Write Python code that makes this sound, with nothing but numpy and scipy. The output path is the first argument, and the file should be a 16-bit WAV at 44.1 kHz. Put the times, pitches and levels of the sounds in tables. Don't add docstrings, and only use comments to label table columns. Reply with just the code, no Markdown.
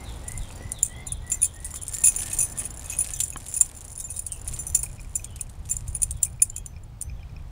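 import sys
import numpy as np
from scipy import signal
from scipy.fft import rfft, irfft, next_fast_len
from scipy.io import wavfile
from scipy.ndimage import uniform_filter1d, minimum_filter1d, map_coordinates

SR = 44100
rng = np.random.default_rng(int(sys.argv[2]) if len(sys.argv) > 2 else 0)


def digitize_waveform(pressure):
    field = np.atleast_2d(pressure).T
    bounded = np.clip(field, -1, 1)
    quanta = np.round(bounded * 32767).astype(np.int16)
    wavfile.write(sys.argv[1], SR, quanta)


N = 331180

# time_s, level_db
BREEZE_LEVEL = [(0, -38.5), (1.2, -39.5), (1.7, -41.5), (2.7, -39.5), (3.9, -43.5), (4.7, -39), (7.5, -39)]
# centre_s, length_s, level_db
GUSTS = [(0.395, .14, -29), (0.666, 0.076, -30.5), (1.172, .2, -35), (4.547, 0.2, -34), (4.745, .1, -38),
         (5.305, 0.043, -32), (5.958, 0.59, -38.5), (6.746, 0.061, -36.5), (7.116, 0.1, -34),
         (7.366, .08, -44)]
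# freq_hz, density_db
RUMBLE_SPECTRUM = [(12, -23.5), (20, 3), (47, 2.5), (86, 0.5), (128, -3.5), (167, -14), (260, -29.5),
                   (340, -75), (570, -120)]
# start_s, level_db
PUFFS = [(5.883, -22), (5.994, -26), (6.05, -23.5), (6.109, -25), (6.148, -23)]
# time_s, level_db
MURMUR_LEVEL = [(0.0, -51), (0.83, -54), (0.94, -55.5), (1.96, -57), (2.28, -52.5), (3.01, -54.5),
                (3.24, -57.5), (4.22, -59), (4.58, -55.5), (5.45, -59.5), (7.04, -61.5), (7.5, -61)]
# freq_hz, density_db
MURMUR_SPECTRUM = [(100, 2), (220, 5.5), (400, 0), (800, 0), (1500, -8.5), (3000, -13), (6000, -18.5),
                   (15000, -30)]
# start_s, level_db
TICKS = [(4.8624, -47.5), (4.995, -46), (5.1957, -48.5), (5.3953, -50.5), (5.95, -53), (6.263, -48),
         (6.398, -50), (6.764, -50), (7.0973, -48.5), (7.2302, -53), (7.3644, -48)]
# freq_hz, level_db, t60_s
TICK_MODES = [(2430, 1, 0.026), (5280, -1.5, .012)]

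# start_s, end_hz, level_db
WHISTLES = [(-.11, 2157, -51), (.223, 2100, -51.5), (.56, 2070, -52.5), (.879, 2120, -51),
            (1.204, 2080, -53), (1.53, 2003, -55), (1.881, 1895, -57.5), (2.171, 1860, -53.5),
            (2.45, 1853, -57), (2.733, 1820, -64), (3.031, 1826, -59)]
# start_s, start_hz, level_db
SLURS = [(.039, 4390, -49.5), (.388, 4180, -53), (.728, 4360, -50), (1.055, 4340, -49), (1.39, 4180, -51),
         (1.74, 4050, -54.5), (2.545, 4020, -55.5), (2.857, 3920, -56), (3.126, 4040, -53.5)]
# start_s, length_s, start_hz, end_hz, level_db
FAR_CALLS = [(.46, 0.12, 4620, 4730, -69), (.56, 0.18, 5780, 5900, -68), (.867, 0.15, 2990, 3490, -59),
             (3.945, 0.071, 3400, 3960, -66), (4.11, 0.042, 3560, 3900, -64),
             (4.261, 0.095, 3300, 2630, -58.5), (5.211, .2, 3550, 2700, -64.5),
             (6.093, .085, 4020, 3220, -67), (6.495, 0.091, 3030, 3310, -65),
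             (7.118, .1, 3710, 2950, -70.5)]
# delay_s, level_db
WALL_ECHOES = [(.021, -1.5), (.072, -13)]
# freq_hz, t60_s
TREE_DECAY = [(200, 0.32), (2000, 0.45), (4000, 0.61), (10000, 0.18)]
FAR_DECAY = [(1000, .35), (6000, .293)]
SHED_DECAY = [(500, .25), (7000, .2), (14000, .12)]

# start_s, length_s, level_db
SCUFFS = [(-.05, 1, -55), (0.466, 0.11, -82), (1.58, 0.32, -49), (1.86, 0.43, -46.5), (2.132, 0.4, -40),
          (2.545, 0.17, -45), (2.79, 0.55, -44), (3.34, 0.43, -50), (3.674, 0.31, -54.5), (4.44, 0.22, -46),
          (4.682, 0.98, -58.5), (5.623, 0.32, -51.5), (6.007, 0.2, -56.5)]
# start_s, level_db
CRUNCHES = [(0.788, -35), (1.3172, -23), (1.756, -30.5), (1.867, -31), (2.0365, -25.5), (2.263, -41),
            (2.3138, -25), (2.3484, -29.5), (3.044, -24), (3.2029, -13), (3.464, -29.5), (3.6098, -21.5),
            (4.563, -30), (4.7483, -29), (5.243, -31), (5.3602, -31), (5.4964, -37.5), (5.654, -39.5),
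            (6.0313, -36), (6.2298, -22), (6.562, -31.5), (6.661, -36), (7.0131, -34.5)]
# start_s, level_db, thud_db
KNOCKS = [(0.505, -25, -29), (0.608, -31, 12), (0.957, -46, -16), (1.74, -27.5, -25), (2.038, -25.5, -17),
          (2.619, -26.5, -13), (3.36, -16.5, -32), (3.612, -20, -31.5), (4.838, -28, -4)]
# freq_hz, base_width_hz, level_db
TOY_MODES = [(397, 24, -5), (940, 49, 1), (2090, 73, 0), (2590, 23, -11.5), (2870, 16, -5.5)]
# freq_hz, density_db
GRAVEL_SPECTRUM = [(300, -8.5), (900, -11), (2200, 2), (5000, -1.5), (9000, 8.5), (13000, -6.5),
                   (16000, -16)]
CRACK_SPECTRUM = [(800, -19.5), (2000, -10), (3000, -1.5), (5500, -4.5), (8500, 7), (12000, -3),
                  (15500, -21)]
GRIT_SPECTRUM = [(200, -19), (900, 5.5), (1300, 12.5), (2200, -8), (4000, -13), (9000, -45)]
THUD_SPECTRUM = [(80, -5.5), (350, 0), (700, -8), (2000, -47)]

# time_s, level_db
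CHAIN_ACTIVITY = [(0.0, -54), (1.02, -59.5), (1.69, -49), (1.77, -40.5), (2.28, -39), (2.67, -47),
                  (3.07, -39), (3.41, -40.5), (3.84, -47), (4.22, -48), (4.34, -51), (4.72, -43),
                  (4.89, -53.5), (5.62, -64.5), (5.87, -52), (6.52, -62.5), (6.77, -79.5), (7.5, -89)]
# freq_hz, level_db, free_t60_s, free_db
LINK_MODES = [(2525, -28, .05, -12), (6630, -17, .05, -16), (7210, 1, .085, -17), (9572, -3, .09, -15),
              (9810, -1, .07, -17), (10890, 0, .1, -10), (12230, -14, .09, -11), (15130, -5, .08, -12)]
# freq_hz, gain_db
SLIDE_TILT = [(7000, -4), (9800, -2.5), (10900, -8.5)]
# freq_hz, density_db
SLIDE_SPECTRUM = [(2940, -68.5), (5000, -9), (6290, -8.5), (7030, 2.5), (8790, -7.5), (9650, -6),
                  (10200, -13.5), (10400, -10), (11300, -8), (11700, -26), (12500, -28), (14000, -28),
                  (14700, -32), (15500, -9.5), (16000, -26)]
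CLICK_SPECTRUM = [(1000, -65), (2500, -31), (4000, -22), (5500, -18), (6300, -9), (6900, -4), (7600, -5),
                  (8500, 1.5), (9600, 5), (10300, -10.5), (12500, -18), (15000, -14.5), (15800, -15)]
# start_s, level_db, rattle_s, low_chime_db, click_db
STRIKES = [(0.2806, -30, 0.0035, -4, -2.5), (0.3193, -36, 0.00098, -11, 6.5),
           (0.3766, -33.5, .0017, -3, -2.5), (0.719, -25.5, 0.0021, 1, 9.5), (0.8303, -14, 0.0024, 3, -5),
           (0.8484, -27, 0.0085, 4, 7.5), (1.0684, -30, 0.0061, 2.5, -2), (1.1204, -24.5, .004, -48, -11),
           (1.3007, -30, 0.009, -27, 6), (1.3172, -18.5, 0.0074, 7, -1), (1.3426, -29, .0045, 12, -1),
           (1.418, -21.5, .005, -6, -8), (1.4284, -14, 0.0049, -35, -17), (1.444, -18.5, .0043, -10, -6.5),
           (1.4537, -22.5, 0.0047, -2, -13), (1.646, -28, 0.0087, -25, 4),
           (1.8337, -32.5, 0.0017, -18, -21.5), (1.881, -28.5, 0.0045, -22, 8.5),
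           (1.9358, -30, 0.0066, -6, -2), (2.0393, -11.5, 0.0096, -2.5, -6),
           (2.0584, -13, 0.0089, -13, -2.5), (2.0722, -15.5, 0.0031, -1.5, -1.5),
           (2.0813, -15, 0.0068, -13, -19.5), (2.1616, -22.5, 0.0062, -2, -6.5),
           (2.1863, -26, 0.017, -9, -22.5), (2.218, -29, .003, -10, -1.5), (2.3316, -23, 0.0039, -7, 1.5),
           (2.3877, -18, 0.0059, 3, -3), (2.4048, -17, 0.0098, -10, 2), (2.4249, -18.5, 0.012, -15, -16.5),
           (2.586, -22.5, .012, -14, -1), (2.6538, -27, 0.0047, -37, -23), (2.8977, -28, 0.0056, -3, -18.5),
           (2.9875, -18.5, 0.0052, -13, -16), (3.0061, -18.5, 0.009, -17, -16),
           (3.1356, -27.5, .004, 16, 12), (3.2021, -20.5, 0.0092, 4.5, 1.5), (3.2354, -21, 0.0044, 0, -3.5),
           (3.3027, -32, 0.00075, -7, -21), (3.5403, -26, .003, 3, 2.5), (3.5635, -22.5, 0.0076, -14, -17),
           (3.5718, -23.5, 0.0041, -10, -8.5), (3.61, -4.5, 0.0021, 3, 2), (3.977, -33, 0.0041, -30, -25),
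           (3.9997, -30, 0.0049, -26, 0), (4.041, -30, .012, 6, -9), (4.103, -29, 0.0093, -22, -2),
           (4.1642, -29, 0.0081, -10, 2.5), (4.1921, -25.5, 0.0034, -8, -8.5),
           (4.265, -27.5, 0.0033, -30, -1.5), (4.3202, -27, 0.0042, -5, 7.5),
           (4.477, -27.5, 0.0029, -20, 2), (4.5384, -31, .0055, 3, 2), (4.5895, -26.5, 0.013, -0.5, -7),
           (4.6675, -29, 0.0035, -18, -5), (4.7484, -13, 0.0063, -2.5, -2.5),
           (4.7896, -27.5, 0.0062, -6, -12), (4.832, -23.5, 0.0047, -13, -1),
           (5.155, -20, 0.0046, -0.5, -5.5), (5.2445, -34, .0026, 11, 14), (5.4107, -26, 0.0019, -11, -4),
           (5.6978, -26, 0.0095, -19, 0.5), (5.712, -19, 0.006, 0, -12.5), (5.767, -27, 0.0015, 5.5, -8),
           (5.8797, -37, 0.00397, -4.5, 3), (5.9488, -24.5, .0055, -41, -19.5),
           (5.9643, -32.5, 0.00413, -6, -5), (6.0193, -21.5, 0.0025, -10, -3),
           (6.0315, -16, 0.0025, -6.5, -1.5), (6.1094, -27.5, 0.0022, -2, 7.5),
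           (6.2309, -14, 0.0038, 1.5, 4.5), (6.2525, -35, 0.0035, -11, -6),
           (6.421, -10, 0.0047, -11.5, -10.5), (6.4993, -33.5, .0017, 17, 6), (6.5637, -30, 0.0018, 7, -3),
           (6.5805, -33.5, 0.0025, 0, -8), (6.661, -34.5, 0.0021, -1.5, -15), (6.836, -53, .002, -3, -6),
           (7.0131, -29.5, 0.0023, -6, -6), (7.0237, -30, 0.0016, -14, 6)]
# freq_hz, level_db, t60_s
TAG_MODES = [(6037, 0, .13), (6125, -7, .3), (13325, -10, .25)]
END_RING_MODES = [(2525, -1, .11), (2620, -3, .06), (6630, 6, .11), (12230, -6, .1)]
# start_s, level_db
TAG_HITS = [(1.0674, -49), (1.3175, -36.5), (1.4186, -38), (2.0392, -43), (2.0823, -34.5), (2.1854, -38),
            (2.3883, -33), (2.4066, -29.5), (2.5955, -46), (2.8975, -39), (2.9875, -35), (3.1351, -40),
            (3.202, -38), (3.5403, -47), (3.6112, -49), (4, -49), (4.1043, -44), (4.3215, -47),
            (4.5912, -41), (4.667, -34.5), (4.7477, -32.5), (5.1585, -39), (5.691, -37.5), (6.0188, -49),
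            (6.23, -45), (6.4209, -55), (6.5638, -43.5), (6.6613, -47.5), (7.013, -46)]
END_RING_HITS = [(.8488, -51.5), (1.0682, -65), (1.3166, -42), (2.039, -30.5), (2.072, -30), (2.148, -49),
                 (2.3153, -40.5), (2.4052, -35.5), (2.5955, -48), (2.8487, -50), (2.8977, -42),
                 (2.9248, -34), (2.9875, -46), (3.048, -51), (3.1351, -48), (3.326, -42.5), (3.6118, -41),
                 (4.0853, -48), (4.5386, -51), (4.7492, -40), (5.2449, -54), (6.2328, -58.5),
                 (6.5646, -48.5)]


def amp(db):
    return 10 ** (np.asarray(db) / 20)


def unit(x):
    return x / np.sqrt(np.mean(x ** 2) + 1e-20)


def burst(x):
    return x * np.sqrt(SR / 100 / (np.sum(x ** 2) + 1e-20))


def along(points, hz):
    freqs_hz, values = np.transpose(points)
    return np.interp(np.log(hz + 1), np.log(freqs_hz + 1), values)


def curve(points):
    return np.interp(np.arange(N) / SR, *np.transpose(points))


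def wobble(rate_hz, size):
    knots = rng.standard_normal(int(size * rate_hz / SR) + 4)
    return map_coordinates(knots, [np.arange(size) * rate_hz / SR])


def swell(length_s, rise):
    u = np.linspace(0, 1, int(length_s * SR))
    return np.sin(np.pi * np.interp(u, [0, rise, 1], [0, .5, 1]))


def coloured(x, spectrum):
    m = 2 * next_fast_len(len(x) // 2 + 2048)
    gain = amp(along(spectrum, np.fft.rfftfreq(m, 1 / SR)))
    cepstrum = irfft(np.log(gain + 1e-6), m)
    cepstrum[1:m // 2] *= 2
    cepstrum[m // 2 + 1:] = 0
    return irfft(rfft(x, m) * np.exp(rfft(cepstrum)), m)[:len(x)]


def add(track, start_s, sound):
    i = round(start_s * SR)
    part = sound[max(-i, 0):max(len(track) - i, 0)]
    track[max(i, 0):max(i, 0) + len(part)] += part


def grains(rate_hz, spread_db, size):
    impulses = (rng.random(size) < rate_hz / SR) * rng.choice([-1, 1], size)
    return impulses * amp(spread_db * np.clip(rng.standard_normal(size), -2, 2))


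def tails(contacts, tau_s):
    return signal.lfilter([1], [1, -np.exp(-1 / (tau_s * SR))], abs(contacts))


def noise_hit(t, t60_s):
    return rng.standard_normal(len(t)) * amp(-60 * t / t60_s)


def scatter(x, decay):
    hz, t, spectra = signal.stft(rng.standard_normal(SR // 2), SR, nperseg=256)
    tail = signal.istft(spectra * amp(-60 * t / along(decay, hz)[:, None]), SR, nperseg=256)[1]
    tail = np.pad(tail, (SR // 100, 0))
    return signal.fftconvolve(x, tail / np.linalg.norm(tail))[:N]


def murmur():
    level_db = curve(MURMUR_LEVEL) + 5 + wobble(rate_hz=7, size=N)
    return amp(level_db) * unit(coloured(rng.standard_normal(N), MURMUR_SPECTRUM))


def breeze():
    strength = amp(curve(BREEZE_LEVEL) + wobble(rate_hz=11, size=N))
    for centre_s, length_s, db in GUSTS:
        add(strength, centre_s - length_s / 2, amp(db - 5.5) * swell(length_s, rise=.45))
    out = strength * unit(coloured(rng.standard_normal(N), RUMBLE_SPECTRUM))
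    u = np.arange(SR // 16) / SR / .0053 - 1.6
    puff = (2 * u ** 2 - 1) * np.exp(-u ** 2) * (1 - np.exp(-3 * (u - u[0])))
    for start_s, db in PUFFS:
        add(out, start_s, amp(db) * puff)
    return out


def camera():
    out, t = np.zeros(N), np.arange(SR // 16) / SR
    attack = 1 - np.exp(-t / .00077)
    for start_s, db in TICKS:
        before_s, after_s = rng.uniform(-.07, -.01), rng.uniform(.01, .07)
        for offset_s, gain_db in (0, 0), (before_s, -11), (after_s, -11):
            ring = sum(amp(mode_db + rng.normal(0, 2) - 60 * t / t60_s)
                       * np.sin(2 * np.pi * hz * rng.normal(1, .015) * t)
                       for hz, mode_db, t60_s in TICK_MODES)
            add(out, start_s + offset_s, amp(db + gain_db + 9.5) * ring * attack)
    whine_hz = 12050 + 25 * wobble(rate_hz=60, size=N)
    whine = np.sin(2 * np.pi * np.cumsum(whine_hz) / SR)
    return out + amp(-78) * whine + amp(-81) * rng.standard_normal(N)


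def bird_note(length_s, start_hz, end_hz, waver):
    u = np.linspace(0, 1, int(length_s * SR))
    glide = u ** .75 + waver * wobble(rate_hz=240, size=len(u))
    pitch_hz = start_hz + (end_hz - start_hz) * glide
    return abs(np.sin(np.pi * u)) ** .5 * np.sin(2 * np.pi * np.cumsum(pitch_hz) / SR)


def birds():
    song, far = np.zeros(N), np.zeros(N)
    whistle_s, slur_s = .145, .072
    for start_s, end_hz, db in WHISTLES:
        add(song, start_s, amp(db) * bird_note(whistle_s, .89 * end_hz, end_hz, waver=.096))
    for start_s, start_hz, db in SLURS:
        add(song, start_s, amp(db) * bird_note(slur_s, start_hz, .72 * start_hz, waver=.035))
    for start_s, length_s, start_hz, end_hz, db in FAR_CALLS:
        add(far, start_s, amp(db) * bird_note(length_s, start_hz, end_hz, waver=.17))
    out = amp(-.5) * song + scatter(song, TREE_DECAY) + amp(7) * scatter(far, FAR_DECAY)
    for delay_s, db in WALL_ECHOES:
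        add(out, delay_s, amp(db) * song)
    return out


def scuffs(rest_db=-74):
    stones = tails(grains(rate_hz=220, spread_db=7.5, size=N), tau_s=.001)
    pressure = np.full(N, amp(rest_db))
    for start_s, length_s, db in SCUFFS:
        add(pressure, start_s, amp(db) * swell(length_s, rise=.22))
    return pressure * unit(coloured((stones + .25) * rng.standard_normal(N), GRAVEL_SPECTRUM))


def crunches():
    out, t = np.zeros(N), np.arange(SR // 20) / SR
    for start_s, db in CRUNCHES:
        add(out, start_s, amp(db - 10) * burst(coloured(noise_hit(t, t60_s=.042), CRACK_SPECTRUM)))
    return out


def knocks(extra_width_hz=70):
    out, t = np.zeros(N), np.arange(SR // 8) / SR
    for start_s, db, thud_db in KNOCKS:
        body = sum(amp(mode_db) * np.exp(-np.pi * (width_hz + extra_width_hz) * t)
                   * np.sin(2 * np.pi * hz * rng.normal(1, .18) * t)
                   for hz, width_hz, mode_db in TOY_MODES)
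        grit = coloured(noise_hit(t, t60_s=.028), GRIT_SPECTRUM)
        thud = coloured(noise_hit(t, t60_s=.053), THUD_SPECTRUM)
        knock = 2.05 * burst(body) + burst(grit) + amp(thud_db + 5.5) * burst(thud)
        add(out, start_s, amp(db - 26) * knock)
    return out


def sliding_chain():
    t = np.arange(SR // 8) / SR
    touches = grains(rate_hz=110, spread_db=6.5, size=N)
    chime = sum(amp(db + along(SLIDE_TILT, hz) - 60 * t / (.5 * t60_s)) * np.sin(2 * np.pi * hz * t)
                for hz, db, t60_s, _ in LINK_MODES)
    chimes = unit(signal.fftconvolve(touches, chime)[:N])
    clicks = unit(coloured(rng.standard_normal(N) * tails(touches, tau_s=.0012), SLIDE_SPECTRUM))
    level_db = curve(CHAIN_ACTIVITY) - 1.5 + 3 * wobble(rate_hz=14, size=N)
    return amp(level_db) * (amp(-2) * chimes + amp(-7) * clicks)


def link_strike(rattle_s, low_db, high_db, click_db):
    t = np.arange(SR // 5) / SR
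    rattle_s = max(rattle_s, 1e-3)
    rebounds = .5 * grains(rate_hz=800, spread_db=7.5, size=len(t))
    rebounds *= np.exp(-(t / (2 * rattle_s)) ** .79)
    rebounds[0] = 1
    click = noise_hit(t, t60_s=.008)
    click[0] += 4
    clicks = coloured(signal.fftconvolve(rebounds, click)[:len(t)], CLICK_SPECTRUM)
    out = amp(click_db + 1) * burst(clicks)
    tilt = [(6600, 0), (7100, low_db), (7400, low_db), (9300, 0), (10100, 0), (10600, high_db)]
    choked = np.exp(-(t / (1.6 * rattle_s)) ** 1.34)
    attack = (1 - .5 * np.exp(-t / (.4 * rattle_s))) * (1 - np.exp(-t / .0002))
    for hz, db, t60_s, free_db in LINK_MODES:
        phase = 2 * np.pi * (hz * t + rng.random())
        phase += .47 * np.cumsum(rebounds * rng.standard_normal(len(t)))
        envelope = (choked + amp(free_db - 5.5 - 60 * t / t60_s)) * attack
        out += amp(db + along(tilt, hz) + rng.normal(0, 1.17)) * burst(envelope * np.sin(phase))
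    return burst(out)


def stray_clinks(rate_hz=11, max_db=-34):
    out, activity_db = np.zeros(N), curve(CHAIN_ACTIVITY)
    for slot in range(int(rate_hz * N / SR)):
        start_s = (slot + rng.random()) / rate_hz
        force_db, low_db, click_db = rng.normal(5.5, 1), rng.normal(-11, 4), rng.normal(1, 6)
        db = min(activity_db[int(start_s * SR)] + force_db, max_db)
        clink = link_strike(rattle_s=.0041, low_db=low_db, high_db=-10, click_db=click_db)
        add(out, start_s, amp(db) * clink)
    return out


def free_ring(modes):
    t = np.arange(SR // 3) / SR
    detune, damping = rng.normal(1, .0017), amp(rng.normal(0, 2))
    swing_rad = .6 * wobble(rate_hz=80, size=len(t))
    ring = sum(amp(db + rng.normal(0, 2) - 60 * damping * t / t60_s)
               * np.sin(2 * np.pi * (hz * detune * t + rng.random()) + swing_rad)
               for hz, db, t60_s in modes)
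    return ring * (1 - np.exp(-t / .00058))


def collar(lead_db=-24.5, lead_rattle_s=.002):
    out = np.zeros(N)
    for start_s, db, rattle_s, low_db, click_db in STRIKES:
        high_db = -10.5 + .21 * low_db
        lead_s = rng.uniform(.0025, .0075)
        touch = link_strike(lead_rattle_s, low_db, high_db, click_db)
        add(out, start_s - lead_s, amp(db + lead_db) * touch)
        add(out, start_s, amp(db) * link_strike(rattle_s, low_db, high_db, click_db))
    for start_s, db in TAG_HITS:
        add(out, start_s, amp(db) * free_ring(TAG_MODES))
    for start_s, db in END_RING_HITS:
        add(out, start_s, amp(db) * free_ring(END_RING_MODES))
    return out


def scene():
    dog = collar() + stray_clinks() + sliding_chain() + scuffs() + crunches() + knocks()
    shed = amp(-31) * scatter(dog, SHED_DECAY)
    mono = dog + shed + birds() + breeze() + murmur() + camera()
    return np.array([mono, mono])


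def record(dry):
    cutoff_hz = 15700
    needed_gain = 1 / np.maximum(abs(dry[0]), 1)
    gain = uniform_filter1d(minimum_filter1d(needed_gain, size=131), size=129)
    m = next_fast_len(N + SR // 2)
    passband = np.fft.rfftfreq(m, 1 / SR) < cutoff_hz
    return irfft(rfft(dry * gain, m) * passband, m)[:, :N]


dry = scene()
out = record(dry)
digitize_waveform(out)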